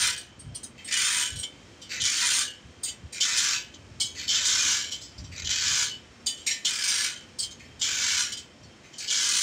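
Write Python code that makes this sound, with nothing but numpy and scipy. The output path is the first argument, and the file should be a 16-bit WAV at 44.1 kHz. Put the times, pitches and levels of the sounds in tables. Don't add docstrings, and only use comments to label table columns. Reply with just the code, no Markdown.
import sys
import numpy as np
from scipy import signal
from scipy.fft import rfft, irfft, next_fast_len
from scipy.io import wavfile
from scipy.ndimage import uniform_filter1d

SR = 44100
rng = np.random.default_rng(int(sys.argv[2]) if len(sys.argv) > 2 else 0)


def to_wav(sig):
    pcm = np.clip(np.atleast_2d(sig), -1, 1) * 32767
    pcm = np.round(pcm).astype(np.int16)
    wavfile.write(sys.argv[1], SR, pcm.T)


N = 415422
TIME = np.arange(N) / SR

# bite time, take-up before it, swell and haul, all in seconds; slowing in
# dB per second; then in dB the clatter, snap at the bite, sag after it, housing, low note and jingle
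PULLS = [(-.35, 0.088, .008, 0.42, 169.5, -26.5, -24, 3, -3, -5, -2.5, 5),
         (.916, 0.036, .004, .31, 162, -29, -34, -2, -3, -4, -2, 5),
         (2.005, 0.12, .02, 0.4, 215, -26, -23, 3, -7.5, -6.5, -4, 8.5),
         (3.209, 0.088, 0.0032, 0.33, 209, -27.5, -17, 1, -4, -8.5, -21, -9.5),
         (4.284, .14, 0.012, 0.45, 108.5, -25, -18.5, 3.5, -8, -7.5, -17, 10),
         (5.449, 0.1, 0.044, 0.38, 207, -25.5, -26.5, 2.5, -7.5, -8, -14, 26),
         (6.653, .01, .005, 0.4, 171, -29, -17.5, 3.5, -3.5, -7.5, -6.5, 6),
         (7.819, .01, 0.0093, 0.38, 141, -26.5, -19.5, 3, -6, -7.5, -15.5, 9.5),
         (9.079, 0.09, 0.023, 0.45, 143, -25, -26.5, 0, -10.5, -8.5, -1, 20.5)]
# frequency in Hz, relative spectral level in dB.
NOTE_WASH = [(2400, -67), (2800, -0.5), (2980, 11.5), (3250, 10), (3500, 7), (4200, -61.5)]
LINK_WASH = [(2800, -37.5), (3700, 5), (4500, 4.5), (6000, 9), (7300, 7.5), (7900, -1.5), (8600, -32),
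             (12000, -27)]
JINGLE_WASH = [(6500, -25), (7900, -11), (8250, 18.5), (8900, -5.5), (9350, 7), (9750, -18), (10400, -7.5),
               (13000, -67)]
# frequency in Hz, relative level in dB.
JINGLE_MODES = [(8225, 19.5), (8360, -28), (8833, 27), (8925, -5), (9226, 16.5), (9270, -27), (9700, 14),
                (9781, -62)]


def amp(db):
    return 10 ** (np.asarray(db) / 20)


def rms_one(x):
    return x / np.sqrt(np.mean(x ** 2) + 1e-20)


def energy_one(x):
    return x / np.sqrt(np.sum(x ** 2, axis=-1, keepdims=True) + 1e-20)


def coloured(x, spectrum):
    length = x.shape[-1]
    size = next_fast_len(length + SR // 20)
    hz, db = np.transpose(spectrum)
    log_hz = np.log(np.abs(np.fft.fftfreq(size, 1 / SR)) + 1)
    log_gain = np.log(amp(np.interp(log_hz, np.log(hz), db)))
    response = np.exp(np.conj(signal.hilbert(log_gain)))[:size // 2 + 1]
    return irfft(rfft(x, size) * response, size)[..., :length]


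def background(hush_db=-55.5, swell_db=3.5, swell_s=.13, hiss_from_hz=2800):
    # frequency in Hz, relative spectral level in dB.
    hush = [(60, -42), (130, -0.5), (220, 1.5), (400, -2.5), (600, -8), (900, -8.5), (2500, -10.5),
            (3100, -14.5), (3700, -16.5), (7000, -19.5), (9000, -30), (11500, -54), (14000, -46),
            (15000, -76)]
    # pitch in Hz, bandwidth in Hz, base level in dB.
    whines = [(229.7, 16, -65), (270, 45, -65), (344, 24, -68.5), (430, 13, -73), (507, 17, -68),
              (597, 20, -70.5), (692, 15, -74.5), (3149, 50, -69), (4660, 9.3, -88), (5420, 17, -76)]
    # time in seconds, boost in dB.
    hiss = [(.4, 1), (1.6, 6.5), (3, 4), (3.9, 5), (6.1, 5), (7.3, 6), (8.5, 2.5), (9.42, 9)]
    air = amp(hush_db) * rms_one(coloured(rng.standard_normal(N), hush))
    for hz, width_hz, db in whines:
        resonance = signal.iirpeak(hz, hz / width_hz, fs=SR)
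        tone = rms_one(signal.lfilter(*resonance, rng.standard_normal(N)))
        swell = np.interp(TIME / swell_s, np.arange(400), rng.standard_normal(400))
        air += amp(db + swell_db * swell) * tone
    treble = signal.sosfilt(signal.butter(1, hiss_from_hz, "high", fs=SR, output="sos"), air)
    treble_gain = amp(np.interp(TIME, *np.transpose(hiss)))
    return air + (treble_gain - 1) * treble


def wind(swing_db=2.5, swing_s=0.068):
    # frequency in Hz, relative spectral level in dB.
    rumble = [(15, -33), (25, -37), (62, 1.5), (92, 5.5), (162, -4.5), (194, -12), (279, -13), (300, -65),
              (390, -59), (660, -120)]
    # peak time in seconds, level in dB, half-length in seconds.
    bumps = [(.01, -50.5, 0.17), (0.491, -40.5, 0.057), (1.366, -37.5, 0.04), (2.03, -43.5, 0.035),
             (2.672, -47, .03), (3.042, -41, 0.037), (3.918, -48, .07), (5.217, -35, 0.029),
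             (5.312, -42, 0.043), (5.46, -40, 0.056), (5.698, -48.5, 0.11), (8.66, -49, .04)]
    # time in seconds, level in dB.
    light_air = [(0, -57), (3.2, -58.5), (4.1, -54.5), (5.9, -54), (6.6, -63.5), (7.8, -53.5), (8.7, -61.5),
                 (9.42, -63)]
    eddies = rms_one(coloured(rng.standard_normal(N), rumble))
    wander = np.interp(TIME / swing_s, np.arange(600), rng.standard_normal(600))
    breeze = amp(np.interp(TIME, *np.transpose(light_air)) + swing_db * wander)
    gusts = sum(amp(db) * np.exp(-np.minimum(((TIME - s) / half_s) ** 2, 20)) for s, db, half_s in bumps)
    eddy_rms = np.sqrt(uniform_filter1d(eddies ** 2, int(.09 * SR)))
    return np.hypot(breeze, gusts) * eddies / eddy_rms


def contacts(per_s, spread_db, even_s):
    hits = rng.random(N) < per_s / SR
    clicks = hits * amp(spread_db * rng.standard_normal(N)) * rng.choice([-1, 1], N)
    return clicks / np.sqrt(np.abs(uniform_filter1d(clicks ** 2, int(even_s * SR) + 1)) + 1e-6)


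def rings(modes, wash, ring_s, wash_s, shared_db, own_db, crack_db, partial_gap_hz=375, count=24):
    size = SR // 3
    t = np.arange(size) / SR
    shared = np.zeros((count, size // 2 + 1))
    for hz, db in modes:
        shared[:, int(hz * size / SR)] = amp(db) * rng.standard_normal(count)
    own = (rng.random(shared.shape) < SR / size / partial_gap_hz) * rng.standard_normal(shared.shape)
    shared, own = energy_one(irfft(-1j * np.array([shared, own]), size) * amp(-60 * t / ring_s))
    tail = amp(-40) * amp(-60 * t / 0.09)
    crowd = energy_one(rng.standard_normal((count, size)) * (amp(-60 * t / wash_s) + tail))
    crowd[:, 0] += amp(crack_db)
    contact = energy_one(coloured(crowd + amp(own_db) * own, wash))
    return energy_one(contact + amp(shared_db) * shared)


def struck(clicks, links, links_per_s=22, neighbours=.9):
    out = np.zeros(N + links.shape[1])
    touching = np.floor(TIME * links_per_s + neighbours * rng.standard_normal(N)).astype(int) % len(links)
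    for at in np.flatnonzero(np.abs(clicks) > 1e-4):
        out[at:at + links.shape[1]] += clicks[at] * links[touching[at]]
    return out[:N]


def pull_force(sag_at_s=0.12, sag_width_s=0.067, housing_lag_s=0.02, surge_s=0.026):
    # force in dB on links, housing, low note and jingle.
    take_up_db = [-39, -40, -50, -78]
    force = np.zeros((4, N))
    for s, take_up_s, swell_s, haul_s, slowing, db, _, sag_db, *balance in PULLS:
        housing_db, note_db, jingle_db, growth_db = balance
        before = (TIME > s - take_up_s) & (TIME < s)
        slide = np.sqrt(np.sin(np.pi * (s - TIME[before]) / take_up_s))
        force[:, before] += amp(take_up_db)[:, None] * slide
        during = (TIME >= s) & (TIME < s + haul_s + .5)
        t = TIME[during] - s
        sag = np.exp(-((t - sag_at_s) / sag_width_s) ** 2)
        speed_db = -sag_db * sag - slowing * np.maximum(t - haul_s, 0)
        gathering_db = -growth_db * np.maximum(1 - t / (0.95 * haul_s), 0)
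        links = speed_db + 0.11 * gathering_db
        housing = housing_db + 0.99 * speed_db - 11.5 * np.exp(-t / housing_lag_s)
        note = note_db + 0.7 * speed_db + 4 * np.exp(-(t / surge_s) ** 2)
        jingle = jingle_db + 1.2 * speed_db + gathering_db
        force[:, during] += amp(db + np.array([links, housing, note, jingle])) * np.minimum(t / swell_s, 1)
    return force


def jerk_force(rise_s=0.0074, snap_settle_s=0.14, knock_settle_s=0.41):
    # time in seconds, clatter in dB, low note and jingle in dB
    # relative to the clatter, settling time in seconds.
    clinks = [(.18, -38, -14, 1, 0.17), (0.396, -50.5, -10, 4, 0.22), (.551, -37, -5.5, -0.5, 0.17),
              (0.636, -38.5, -11, 2.5, 0.16), (0.8495, -45.5, 0, 7, 0.3), (1.361, -37.5, -3, -2.5, 0.28),
              (1.393, -40, -9, 9, 0.17), (1.4343, -28.5, 4.5, -20, 0.091), (1.8196, -40, -1, -15, 0.21),
              (2.055, -18.5, -10.5, -22, 0.14), (2.8375, -24.5, -16, 0, 0.17), (2.884, -30, -2, -13, 0.12),
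              (3.13, -37.5, -20, -2, 0.21), (3.375, -20.5, -9, -12, 0.38), (3.743, -39.5, 1.5, -39, 0.09),
              (4.0048, -20.5, -5, -12, 0.26), (4.1824, -34.5, -3, -37, 0.24), (4.35, -18.5, -5, -28, 0.16),
              (4.455, -19.5, -27, -17.5, 0.45), (4.9206, -26.5, -4, -29, 0.18),
              (5.015, -38.5, -23, -27, 0.39), (5.184, -38, -33, -26, 0.13), (5.245, -44, -10, -32, 0.18),
              (5.504, -22.5, -4, -28, .15), (6.267, -20, -11, -8.5, 0.2), (6.376, -47, 0.5, -15, 0.66),
              (6.469, -22, -24, -9, 0.19), (6.514, -27, -4, -22, 0.17), (6.8434, -21, -22, -5, 0.071),
              (6.8816, -24, -10, -9.5, 0.54), (7.393, -23, -17, -7.5, 0.18), (7.431, -27, -4.5, -8, .12),
              (7.5123, -37.5, -5, -18, 0.15), (7.798, -37.5, -6, -15, 0.27), (8.194, -30, -15, -4, 0.27),
              (8.3255, -25.5, -4.5, -12.5, 0.096), (8.3735, -34.5, -3, -13, 0.18),
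              (8.6344, -50, -16, -25, 0.17), (8.9355, -46.5, -1, -36, 0.42), (8.986, -32, -30, -10.5, 0.26),
              (9.112, -26, 3, -23, 0.079)]
    # time in seconds, strength in dB.
    knocks = [(0.7817, -46), (.8784, -37), (0.913, -30.5), (1.9124, -29.5), (2.218, -28.5), (2.86, -43.5),
              (5.3218, -41), (6.268, -47), (6.469, -27), (7.5976, -46.5), (8.84, -50.5)]
    knock_balance_db = np.array([-4, 2.5, -14.5, -24])
    snap_note_db, snap_jingle_db, clink_housing_db = -1.5, -33.5, -32.5
    snaps = [(s, snap_db, snap_note_db, snap_jingle_db, snap_settle_s)
             for s, _, _, _, _, _, snap_db, *_ in PULLS if s > 0]
    jerks = [(s, db + np.array([0, clink_housing_db, note_db, jingle_db]), settle_s)
             for s, db, note_db, jingle_db, settle_s in clinks + snaps]
    jerks += [(s, db + knock_balance_db, knock_settle_s) for s, db in knocks]
    force, t = np.zeros((4, N + SR)), np.arange(SR // 2) / SR
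    for s, levels, settle_s in jerks:
        at = int((s - rise_s) * SR)
        envelope = np.minimum(t / rise_s, 1) * amp(-60 * t / settle_s)
        force[:, at:at + len(t)] += amp(levels)[:, None] * envelope
    return force[:, :N]


def stray_rings(per_s=22, below_clatter_db=8, spread_db=2.5, low_hz=2200, high_hz=7200):
    when, pitch, size = rng.random((int(per_s * N / SR), 3)).T
    clatter_db = 20 * np.log10(pull_force()[0, (when * N).astype(int)] + 1e-6)
    level_db = clatter_db - below_clatter_db + spread_db * (2 * size - 1)
    return list(zip(when * N / SR, low_hz * (high_hz / low_hz) ** pitch, level_db))


def ringing_links(ring_cycles=870, rise_s=0.0099, twin_share=.04, twin_db=-5):
    # start in seconds, pitch in Hz, level in dB.
    knocked_links = [(.395, 8700, -37.5), (0.551, 8930, -28.5), (.552, 5840, -40), (0.635, 9000, -30),
                     (.636, 5940, -45), (0.784, 3160, -44.5), (0.954, 2930, -28), (1.22, 3030, -29),
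                     (1.435, 3040, -46), (2.47, 2910, -35), (2.838, 6570, -39), (2.838, 8200, -27),
                     (2.86, 3570, -52), (4.004, 3060, -25.5), (4.005, 6465, -30), (4.006, 8160, -25),
                     (4.281, 3120, -23), (4.924, 3117, -35), (5.448, 2970, -34), (5.9, 2970, -31),
                     (6.268, 2998, -32), (6.267, 3490, -30.5), (6.267, 4670, -33), (6.267, 8400, -27),
                     (7.149, 3122, -39.5), (7.397, 3165, -37), (7.396, 4600, -31), (7.396, 8100, -22),
                     (7.82, 3200, -26), (8.331, 3133, -42), (8.33, 4930, -34), (8.636, 4460, -51)]
    links = knocked_links + [(s, hz, db) for s, hz, db in stray_rings() if db > -65]
    out, t = np.zeros(N + SR), np.arange(SR // 2) / SR
    for (s, hz, db), (phase, split) in zip(links, rng.random((len(links), 2))):
        twin_hz = hz * (1 + twin_share * (2 * split - 1))
        tone = np.sin(2 * np.pi * hz * t) + amp(twin_db) * np.sin(2 * np.pi * (twin_hz * t + phase))
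        at = int(s * SR)
        out[at:at + len(t)] += amp(db - 60 * t * hz / ring_cycles) * np.minimum(t / rise_s, 1) * tone
    return out[:N]


def wheel_spin(force, lag_s=0.051, full_pull_db=-27):
    keep = np.exp(-1 / (lag_s * SR))
    speed, _ = signal.lfilter([1 - keep], [1, -keep], force, zi=force[:1])
    return np.clip(speed / amp(full_pull_db), 1e-4, 1.2)


def hoist_body(clicks, spin):
    # frequency in Hz, relative level in dB.
    wheel_modes = [(1997, 0), (2056, 6), (2169, -11), (2309, 7), (2449, 0.5), (2562, -37), (2729, -3)]
    wheel_wash = [(1200, -46), (1700, -2), (2000, 1.5), (2350, 6.5), (2800, 2.5), (3600, -33)]
    housing_modes = [(1372, -35), (1453, -23), (1523, 2), (1663, 2.5), (1738, 3.5), (1878, -8)]
    housing_wash = [(900, -32), (1300, 2.5), (1480, 10.5), (1850, 2.5), (2300, -4.5), (3500, -50)]
    frame_modes = [(976, 0.5), (1190, 0)]
    frame_wash = [(210, -23), (350, -7), (600, -9.5), (800, -8), (950, -4), (1100, 11), (1300, 15.5),
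                  (1800, -15)]
    wheel = rings(wheel_modes, wheel_wash, ring_s=0.13, wash_s=0.056,
                  shared_db=-5.5, own_db=16, crack_db=7)
    body = struck(clicks * amp(-2.5), wheel)
    housing = rings(housing_modes, housing_wash, ring_s=0.4, wash_s=0.12,
                    shared_db=-4.5, own_db=-2, crack_db=3)
    body += struck(clicks * amp(-4.5) * spin ** .45, housing)
    frame = rings(frame_modes, frame_wash, ring_s=0.15, wash_s=0.024,
                  shared_db=1, own_db=-0.5, crack_db=-7, partial_gap_hz=104.5)
    return body + struck(clicks * amp(-13.5) * spin ** .9, frame)


def dry_ticks(clicks):
    # frequency in Hz, relative spectral level in dB.
    tick_wash = [(7000, -23), (9600, 2.5), (10400, -3.5), (10900, 3.5), (12400, -14.5), (14000, -10),
                 (15200, 1)]
    tick = rings([], tick_wash, ring_s=.04, wash_s=.04, shared_db=0, own_db=-1, crack_db=3)
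    return struck(clicks * amp(-9), tick)


def slack_links(on_note, on_links, on_jingle):
    # frequency in Hz, relative level in dB.
    note_modes = [(2137, -19), (2270, -13), (2998, 1), (3068, 1), (3149, 2.5), (3542, -8)]
    link_modes = [(3844, 2), (4370, 4.5), (4705, 7), (5130, 5), (5362, -12), (5771, -17), (6420, -12),
                  (6950, -13), (7400, 1)]
    own = dict(own_db=13, partial_gap_hz=800)
    note = rings(note_modes, NOTE_WASH, ring_s=0.22, wash_s=0.11, shared_db=0, crack_db=5, **own)
    links = rings(link_modes, LINK_WASH, ring_s=0.043, wash_s=0.12, shared_db=-4, crack_db=-15.5, **own)
    jingle = rings(JINGLE_MODES, JINGLE_WASH, ring_s=0.045, wash_s=.04,
                   shared_db=-14.5, crack_db=42, **own)
    parts = [(on_note, note), (on_links, links), (on_jingle, jingle)]
    return sum(struck(clicks, part, links_per_s=14, neighbours=.6) for clicks, part in parts)


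def taut_links(on_note, on_links, on_jingle):
    # frequency in Hz, relative level in dB.
    note_modes = [(2950, -4), (2998, -8), (3149, 0), (3256, -7), (3396, -41), (3504, -28), (3542, -20),
                  (3596, 12)]
    link_modes = [(3865, 2.5), (3897, -29), (3989, -2), (4080, 11), (4355, 25.5), (4425, 20), (4554, -5),
                  (4893, -4.5), (5135, -27), (5356, -22), (5480, -27), (5555, -35), (5770, -38), (5991, 22),
                  (6325, -4), (6422, 28), (6486, -21), (6766, -21), (6879, -14), (7122, -18)]
    note = struck(on_note, rings(note_modes, NOTE_WASH, ring_s=0.2, wash_s=.09,
                                 shared_db=-3.5, own_db=-12.5, crack_db=-8.5))
    links = struck(on_links, rings(link_modes, LINK_WASH, ring_s=0.15, wash_s=0.11,
                                   shared_db=-15.5, own_db=-2, crack_db=-1))
    jingle = struck(on_jingle, rings(JINGLE_MODES, JINGLE_WASH, ring_s=0.05, wash_s=0.057,
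                                     shared_db=10.5, own_db=-3.5, crack_db=-27))
    return note + links + jingle


def hoist():
    pull = pull_force() * amp([[0], [-.5], [-1.3], [-1]])
    jerk = jerk_force() * amp([[-1.5], [-1.5], [-1], [0]])
    spin = wheel_spin(pull[0])
    running = pull * contacts(per_s=210 + 400 * spin, spread_db=1.5, even_s=.025)
    jerking = jerk * contacts(per_s=1100, spread_db=0, even_s=0.0059)
    on_links, on_housing, on_note, on_jingle = running + jerking
    on_chain = np.array([on_note, on_links, on_jingle])
    tension = np.clip(pull[0] / amp(-26), 0, .88)
    taut = taut_links(*on_chain * np.sqrt(tension))
    slack = slack_links(*on_chain * np.sqrt(1 - tension))
    clatter, _, _, jingle = pull + jerk + 1e-6
    hardness = np.minimum(jingle / clatter, 1) ** 0.9
    ticks = dry_ticks(on_links * hardness)
    return hoist_body(on_housing, spin) + taut + slack + ticks


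def scene():
    return (hoist() + wind() + background() + ringing_links())[None]


def record(dry, cutoff_hz=15500):
    return signal.sosfilt(signal.ellip(10, .2, 80, cutoff_hz, fs=SR, output="sos"), dry)


dry = scene()
out = record(dry)
to_wav(out)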